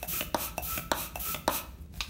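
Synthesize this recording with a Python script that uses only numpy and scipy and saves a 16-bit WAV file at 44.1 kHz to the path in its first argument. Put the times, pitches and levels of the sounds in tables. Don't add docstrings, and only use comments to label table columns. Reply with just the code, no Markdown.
import sys
import numpy as np
from scipy import signal
from scipy.fft import rfft, irfft, next_fast_len
from scipy.io import wavfile
from scipy.ndimage import map_coordinates

SR = 44100
rng = np.random.default_rng(int(sys.argv[2]) if len(sys.argv) > 2 else 0)


def generate_wav(signal):
    frames = np.transpose(np.atleast_2d(signal))
    scaled = np.clip(frames, -1, 1) * 32767
    pcm = np.round(scaled).astype(np.int16)
    wavfile.write(sys.argv[1], SR, pcm)


def elevation(decibels):
    levels = np.asarray(decibels, float)
    return 10 ** (levels / 20)


N = 92301
VALVE_S = 0.012
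STROKE_BLEED = 254


def unit(x):
    return x / np.sqrt(np.mean(x ** 2) + 1e-20)


def along(points, hz):
    f, v = np.transpose(points)
    return np.interp(np.log(hz + 1), np.log(f + 1), v)


def filtered(x, response):
    m = next_fast_len(N + SR // 2)
    return irfft(rfft(x, m) * response(np.fft.rfftfreq(m, 1 / SR)), m)[..., :N]


def peak(f, hz, width):
    return 1j * f * width / (hz * hz - f * f + 1j * f * width)


def wobble(rate):
    knots = rng.standard_normal(int(N * rate / SR) + 4)
    return map_coordinates(knots, [np.arange(N) * rate / SR])


def air(response, flutter_db):
    noise = unit(filtered(rng.standard_normal(N), response))
    return noise * elevation(flutter_db * (wobble(39.11) + wobble(250)))


def strokes(rows, start_db, end_db, bleed_db, grows=1, bend=1.0, rise_s=VALVE_S):
    t, gain = np.arange(N) / SR, np.zeros(N)
    for start, top, end, db in rows:
        swell = start_db * abs((t - top) / (top - start)) ** bend
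        sag = end_db * np.clip((t - top) / (end - top), 0, 1) ** bend
        speed_db = np.where(t < top, swell, sag)
        opening = np.clip((t - start) / rise_s, 0, 1) ** 2
        gain += opening * elevation(db + grows * speed_db - bleed_db * np.maximum(t - end, 0))
    return gain


def push(grows):
    # [valve opens t/s, fastest t/s, piston stops t/s, level/dB]
    pushes = [
        (.07, .15, 0.2, -30),
        (.614, .735, 0.78, -32.5),
        (1.188, 1.3, 1.329, -31.5),
    ]
    return strokes(pushes, -3.5, -0.5, STROKE_BLEED, grows, bend=2.05)


def pull(grows):
    # [start t/s, fastest t/s, end t/s, level/dB]
    pulls = [
        (-.2, -.12, 0.0083, -43),
        (.35, .44, 0.49, -33.5),
        (.92, 1.01, 1.079, -35.5),
        (1.483, 1.562, 1.604, -32),
    ]
    return strokes(pulls, -21, -11.5, 362, grows, bend=1.93)


def nozzle_jet():
    # [f/Hz, level/dB per Hz]
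    jet_colour = [(1760, -50), (3000, -5), (4940, -12), (5950, -5), (8250, -9), (14400, 4.5), (15700, 3)]
    return push(0.82) * air(lambda f: elevation(along(jet_colour, f)), flutter_db=0.55)


def low_rush():
    # [f/Hz, level/dB per Hz]
    rush_colour = [(180, -44), (300, -3.5), (801, -16), (1190, -10), (1300, -13), (1460, -8), (2540, -18),
                   (9000, -7), (11700, -36), (19800, -120)]
    return elevation(-11.5) * push(7.1) * air(lambda f: elevation(along(rush_colour, f)), flutter_db=0.7)


def pull_draw():
    # [f/Hz, level/dB per Hz]
    draw_colour = [(710, -30), (1200, 1.5), (1990, -17.5), (2470, -4), (4050, -7), (4970, -13.5),
                   (5900, -13.5), (14600, -1.5), (15700, -12.5)]
    # [f/Hz, width/Hz, boost/dB]
    pipe_modes = [(2570, 110, -10.5), (4000, 630, 5), (5990, 1630, 11.5), (8100, 450, 8.5),
                  (9830, 300, 8.5), (12550, 500, 8), (14840, 640, 8.5)]

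    def response(f):
        pipe_db = sum(db * abs(peak(f, hz, width)) ** 2 for hz, width, db in pipe_modes)
        return elevation(along(draw_colour, f) + pipe_db)

    return pull(1) * air(response, flutter_db=0.5)


def nozzle_whistle():
    # [f/Hz, width/Hz, level over the jet/dB]
    cavity = [(1280, 29, -18.5), (2524, 250, -15.5)]
    drive = push(5.3) + elevation(2.5) * pull(0.36)
    whistle = 0
    for hz, width, db in cavity:
        ring = lambda f: peak(f, hz, width)
        noise = rng.standard_normal(N)
        steady_level = np.std(filtered(noise, ring))
        whistle = whistle + elevation(db) / steady_level * filtered(noise * drive, ring)
    return whistle


def cavity_tone():
    # [start t/s, peak t/s, end t/s, level/dB]
    tones = [(.09, .175, 0.19, -43), (.25, .272, 0.5, -61), (.43, .48, 0.49, -45), (.51, .555, 0.51, -49.5),
             (.65, .735, 0.743, -37), (.79, .83, 0.97, -53.5), (.98, 1.03, 1, -49.5),
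             (1.225, 1.305, 1.325, -38.5), (1.36, 1.39, 1.35, -56), (1.52, 1.6, 1.554, -43),
             (1.63, 1.67, 1.676, -56.5)]
    pitch_hz = 1317 + 3.59 * wobble(24.9)
    phase = 2 * np.pi * np.cumsum(pitch_hz) / SR
    gain = strokes(tones, -22.5, -7.5, STROKE_BLEED) * elevation(1.74 * wobble(31.35))
    return gain * np.sqrt(2) * np.sin(phase)


def escaping(rows, colour, edge_db, rise_s=VALVE_S):
    gain = strokes(rows, edge_db, edge_db, bleed_db=600, rise_s=rise_s)
    return gain * air(lambda f: elevation(along(colour, f)), flutter_db=1.0)


def barrel_rattle():
    # [start t/s, peak t/s, end t/s, level/dB]
    rattles = [
        (.351, .358, 0.35, -34),
        (.922, .93, .945, -31.5),
        (1.484, 1.492, 1.508, -31.5),
    ]
    # [f/Hz, level/dB per Hz]
    rattle_colour = [(450, -25), (750, -11), (1000, 5.5), (1500, -6.5), (2100, -18.5), (3800, -11),
                     (5000, -40)]
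    return escaping(rattles, rattle_colour, -8, rise_s=0.002)


def valve_seeps():
    # [start t/s, peak t/s, end t/s, level/dB]
    seeps = [
        (.005, .045, 0.067, -45),
        (.558, .595, 0.62, -45.5),
        (1.138, 1.175, 1.22, -45),
        (1.93, 1.975, 2.0, -53),
        (2.025, 2.055, 1.53, -53),
    ]
    # [f/Hz, level/dB per Hz]
    seep_colour = [(1000, -5), (1800, -3.5), (4500, -13), (6500, -8.5), (10500, -8), (12500, -2),
                   (14500, -3), (15700, -4.5)]
    return escaping(seeps, seep_colour, -8)


def neck_pinch():
    # [start t/s, peak t/s, end t/s, level/dB]
    squeeze = [(1.808, 1.82, 1.83, -60)]
    # [f/Hz, level/dB per Hz]
    pinch_colour = [(6000, -25), (9000, -8), (12500, 0), (14000, -4), (15700, -12)]
    return escaping(squeeze, pinch_colour, -8, rise_s=0.002)


def neck_leak():
    # [start t/s, peak t/s, end t/s, level/dB]
    leaks = [(1.915, 1.975, 3.52, -53.5)]
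    # [f/Hz, level/dB per Hz]
    leak_colour = [(350, -48), (600, -9), (1340, -8), (2290, -4), (3740, -3), (4290, -5), (15700, -5)]
    return escaping(leaks, leak_colour, -10)


def neck_puffs():
    # [start t/s, peak t/s, end t/s, level/dB]
    puffs = [
        (2.006, 2.013, 2.026, -33),
        (2.03, 2.046, 2.04, -52),
    ]
    # [f/Hz, level/dB per Hz]
    puff_colour = [(600, -38), (1150, -6), (1900, -23.5), (2450, 5), (3000, -4), (3650, 0), (5500, -5),
                   (7500, -18), (12000, -41)]
    return escaping(puffs, puff_colour, -10, rise_s=0.002)


def knocks(events, modes, trim_db, crack_db, rise_s, low_lag_s, wall_db, floor_db, rough, dull=0.34):
    ringing, crack, t = np.zeros(N + SR), np.zeros(N + SR), np.arange(SR // 14) / SR
    for s, event_db in events:
        at, db = round(s * SR), event_db + trim_db
        crack[at:][:len(t)] += elevation(db + crack_db - 60 * t / 0.0061) * rng.standard_normal(len(t))
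        for hz, level, t60 in modes:
            u = np.maximum(t - low_lag_s * (hz < 1100), 0)
            tuned_hz = hz * (1 + rng.normal(0, 0.01))
            start_phase = rng.uniform(0, 2 * np.pi) * (hz > 3000)
            wander = rough * np.sqrt(hz / SR) * np.cumsum(rng.standard_normal(len(t)) * (u > 0))
            phase = 2 * np.pi * tuned_hz * u + start_phase + wander
            decay = elevation(db + level + rng.normal(0, 1.0) - 60 * u / t60)
            ringing[at:][:len(t)] -= decay * np.sin(phase) * (1 - np.exp(-u / rise_s))

    def late(f, level_db, delay_s):
        return elevation(level_db) * np.exp(-2j * np.pi * f * delay_s)

    def reflected(f):
        wall, side = late(f, wall_db, 0.00335), late(f, -14.5, 0.0097)
        floor = late(f, floor_db, 0.0165) / (1 + 1j * f / 2500)
        echo = 1.5 + (wall + side + floor) / (1 + .4j * f / 1000) ** dull
        return echo * (f / (f - 1j * 88)) ** 2

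    soft_crack = filtered(crack[:N], lambda f: 1 / (1 + 1j * f / 7000))
    return filtered(ringing[:N] + soft_crack, reflected)


def piston_slams():
    # [t/s, peak level/dB]
    slams = [
        (.3449, -13),
        (.9158, -11.5),
        (1.4781, -11.5),
    ]
    # [f/Hz, level/dB, t60/s]
    slam_modes = [(352, -10.5, 0.0077), (710, 2.5, 0.006), (920, -21, 0.031), (1223, -17.5, 0.012),
                  (1435, -18, 0.024), (1598, -16.5, 0.019), (3770, -3.5, 0.003), (5870, -10, 0.0036),
                  (8300, -20, 0.0019), (13350, -20, 0.0038)]
    return knocks(slams, slam_modes, trim_db=2.5, crack_db=-9.5, rise_s=0.00034, low_lag_s=0.001572,
                  wall_db=-1.0, floor_db=-14, rough=0.04, dull=0.29)


def piston_stops():
    # [t/s, peak level/dB]
    stops = [
        (.2079, -21.5),
        (.7759, -22),
        (1.3444, -22),
    ]
    # [f/Hz, level/dB, t60/s]
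    stop_modes = [(159, -7, 0.033), (640, -7.5, 0.016), (1454, -4.5, 0.0089), (2043, -5, 0.012),
                  (2606, 2.5, 0.0067), (3026, -6.5, 0.014), (3462, -7.5, 0.011), (6860, -10.5, 0.014)]
    return knocks(stops, stop_modes, trim_db=3, crack_db=-26, rise_s=0.0012, low_lag_s=0.001,
                  wall_db=-1.5, floor_db=-2, rough=0.83)


def valve_turns():
    # [t/s, peak level/dB]
    turns = [
        (.0288, -26),
        (.58, -22),
        (1.1567, -25),
    ]
    # [f/Hz, level/dB, t60/s]
    turn_modes = [(718, -1, 0.03), (1540, -19, 0.019), (2615, -9, 0.046), (3720, -18, .005),
                  (5860, -10, 0.013), (9300, -7, 0.0063), (11400, -7.5, .005), (12800, -8, .004),
                  (14700, -4, 0.0071)]
    return knocks(turns, turn_modes, trim_db=-1.5, crack_db=-4, rise_s=0.0001, low_lag_s=0.00072,
                  wall_db=-3.5, floor_db=-8, rough=0.14, dull=0.037)


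def neck_pop():
    # [t/s, peak level/dB]
    pop = [(2.0058, -18.5)]
    # [f/Hz, level/dB, t60/s]
    neck_modes = [(770, -22, 0.011), (1160, -6.5, 0.014), (1620, -7, 0.0094), (2440, -1, 0.016),
                  (3023, -10, 0.014), (3643, -0.5, 0.015), (4280, -1.5, 0.011), (5260, -8, 0.013),
                  (6680, -15, .01), (8000, -11, .005), (10500, -28, 0.0032), (14600, -22, .004)]
    return knocks(pop, neck_modes, trim_db=-2.0, crack_db=-17, rise_s=0.00044, low_lag_s=0.00036,
                  wall_db=-4.5, floor_db=-10, rough=0.5, dull=0.3)


def rubber_slips():
    # [t/s, level/dB]
    slips = [
        (1.195, -49),
        (1.94, -36.5),
        (1.957, -39),
        (1.97, -41.5),
        (1.983, -50),
    ]
    # [f/Hz, level/dB, t60/s]
    slip_modes = [(720, -10.5, 0.033), (2520, -6, .006), (3840, -3, 0.0042), (5800, -8, 0.004),
                  (12900, -16, 0.0027)]
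    return knocks(slips, slip_modes, trim_db=-4.5, crack_db=-14, rise_s=0.00024, low_lag_s=0.00022,
                  wall_db=-22, floor_db=-22, rough=0.4)


def lip_spits():
    # [t/s, level/dB]
    spits = [
        (1.744, -58),
        (1.805, -50),
        (1.812, -53),
        (2.0098, -36),
        (2.0158, -34),
        (2.0192, -31),
        (2.044, -37),
    ]
    # [f/Hz, level/dB, t60/s]
    spit_modes = [(7400, -14, 0.0013), (10500, -14, 0.0026), (13600, -8, .004), (15000, -7.5, .003)]
    return knocks(spits, spit_modes, trim_db=4, crack_db=-12, rise_s=0.0004, low_lag_s=0,
                  wall_db=-36.0, floor_db=-30, rough=0.3)


def small_ticks():
    # [t/s, level/dB]
    ticks = [
        (.366, -35),
        (.9352, -33),
        (1.499, -34),
        (2.012, -37),
        (2.039, -45),
        (2.08, -55),
    ]
    # [f/Hz, level/dB, t60/s]
    tick_modes = [(6400, 4.5, 0.0063), (8600, -8, 0.0027), (11300, -6, .003), (13200, -10, .003)]
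    return knocks(ticks, tick_modes, trim_db=-5, crack_db=-14, rise_s=0.0003, low_lag_s=0,
                  wall_db=-12, floor_db=-30, rough=0.36)


def room(x):
    # [f/Hz, t60/s]
    room_decay = [(150, 0.89), (700, 0.47), (2000, 0.6), (6000, 0.54), (14000, 0.59)]
    # [f/Hz, level/dB]
    room_colour = [(300, -1), (1200, -0.5), (3000, -3), (4200, -2.5), (4900, -3.5), (6500, -6.5),
                   (10000, -11.5), (15000, -9.5)]
    wet, step, gap = np.zeros(N + 2 * SR), SR // 8, round(0.006 * SR)
    for i in range(0, N, step):
        hz, t, z = signal.stft(rng.standard_normal(SR // 2), SR, nperseg=256)
        decay = elevation(-60 * t / along(room_decay, hz)[:, None])
        tail = signal.istft(z * decay, SR, nperseg=256)[1]
        part = signal.fftconvolve(x[i:i + step], tail / np.linalg.norm(tail))
        wet[i + gap:][:len(part)] += part
    return filtered(wet[:N], lambda f: elevation(along(room_colour, f)))


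def ventilation():
    # [f/Hz, level/dB per Hz]
    vent_colour = [(18, -37), (30, -10.5), (77, -2), (117, -13), (193, -12.5), (301, -18), (714, -33.5),
                   (1300, -41), (15700, -50)]
    # [f/Hz, width/Hz, level/dB]
    duct_modes = [(59.9, 30, -48), (163.6, 29, -55.5)]
    ducts = sum(elevation(db) * air(lambda f: peak(f, hz, width) ** 2, flutter_db=2.5)
                for hz, width, db in duct_modes)
    return elevation(-51.5) * air(lambda f: elevation(along(vent_colour, f)), flutter_db=-1.7) + ducts


def scene():
    airflow = nozzle_jet() + low_rush() + pull_draw() + nozzle_whistle() + cavity_tone()
    bursts = barrel_rattle() + valve_seeps() + neck_pinch() + neck_leak() + neck_puffs()
    plastic = piston_slams() + piston_stops() + valve_turns() + small_ticks()
    rubber = neck_pop() + rubber_slips() + lip_spits()
    pump = airflow + bursts + plastic + rubber
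    return (pump + elevation(-7.5) * room(pump) + ventilation())[None]


def roll_off(x):
    return signal.sosfilt(signal.butter(12, 17010, fs=SR, output="sos"), x)


def record(dry):
    def passband(f):
        band = np.where(f < 15750, 1, elevation(-46) * (f < 17100))
        return band / np.sqrt(1 + (38 / (f + 1)) ** 8)

    return roll_off(filtered(dry, passband))


dry = scene()
out = record(dry)
generate_wav(out)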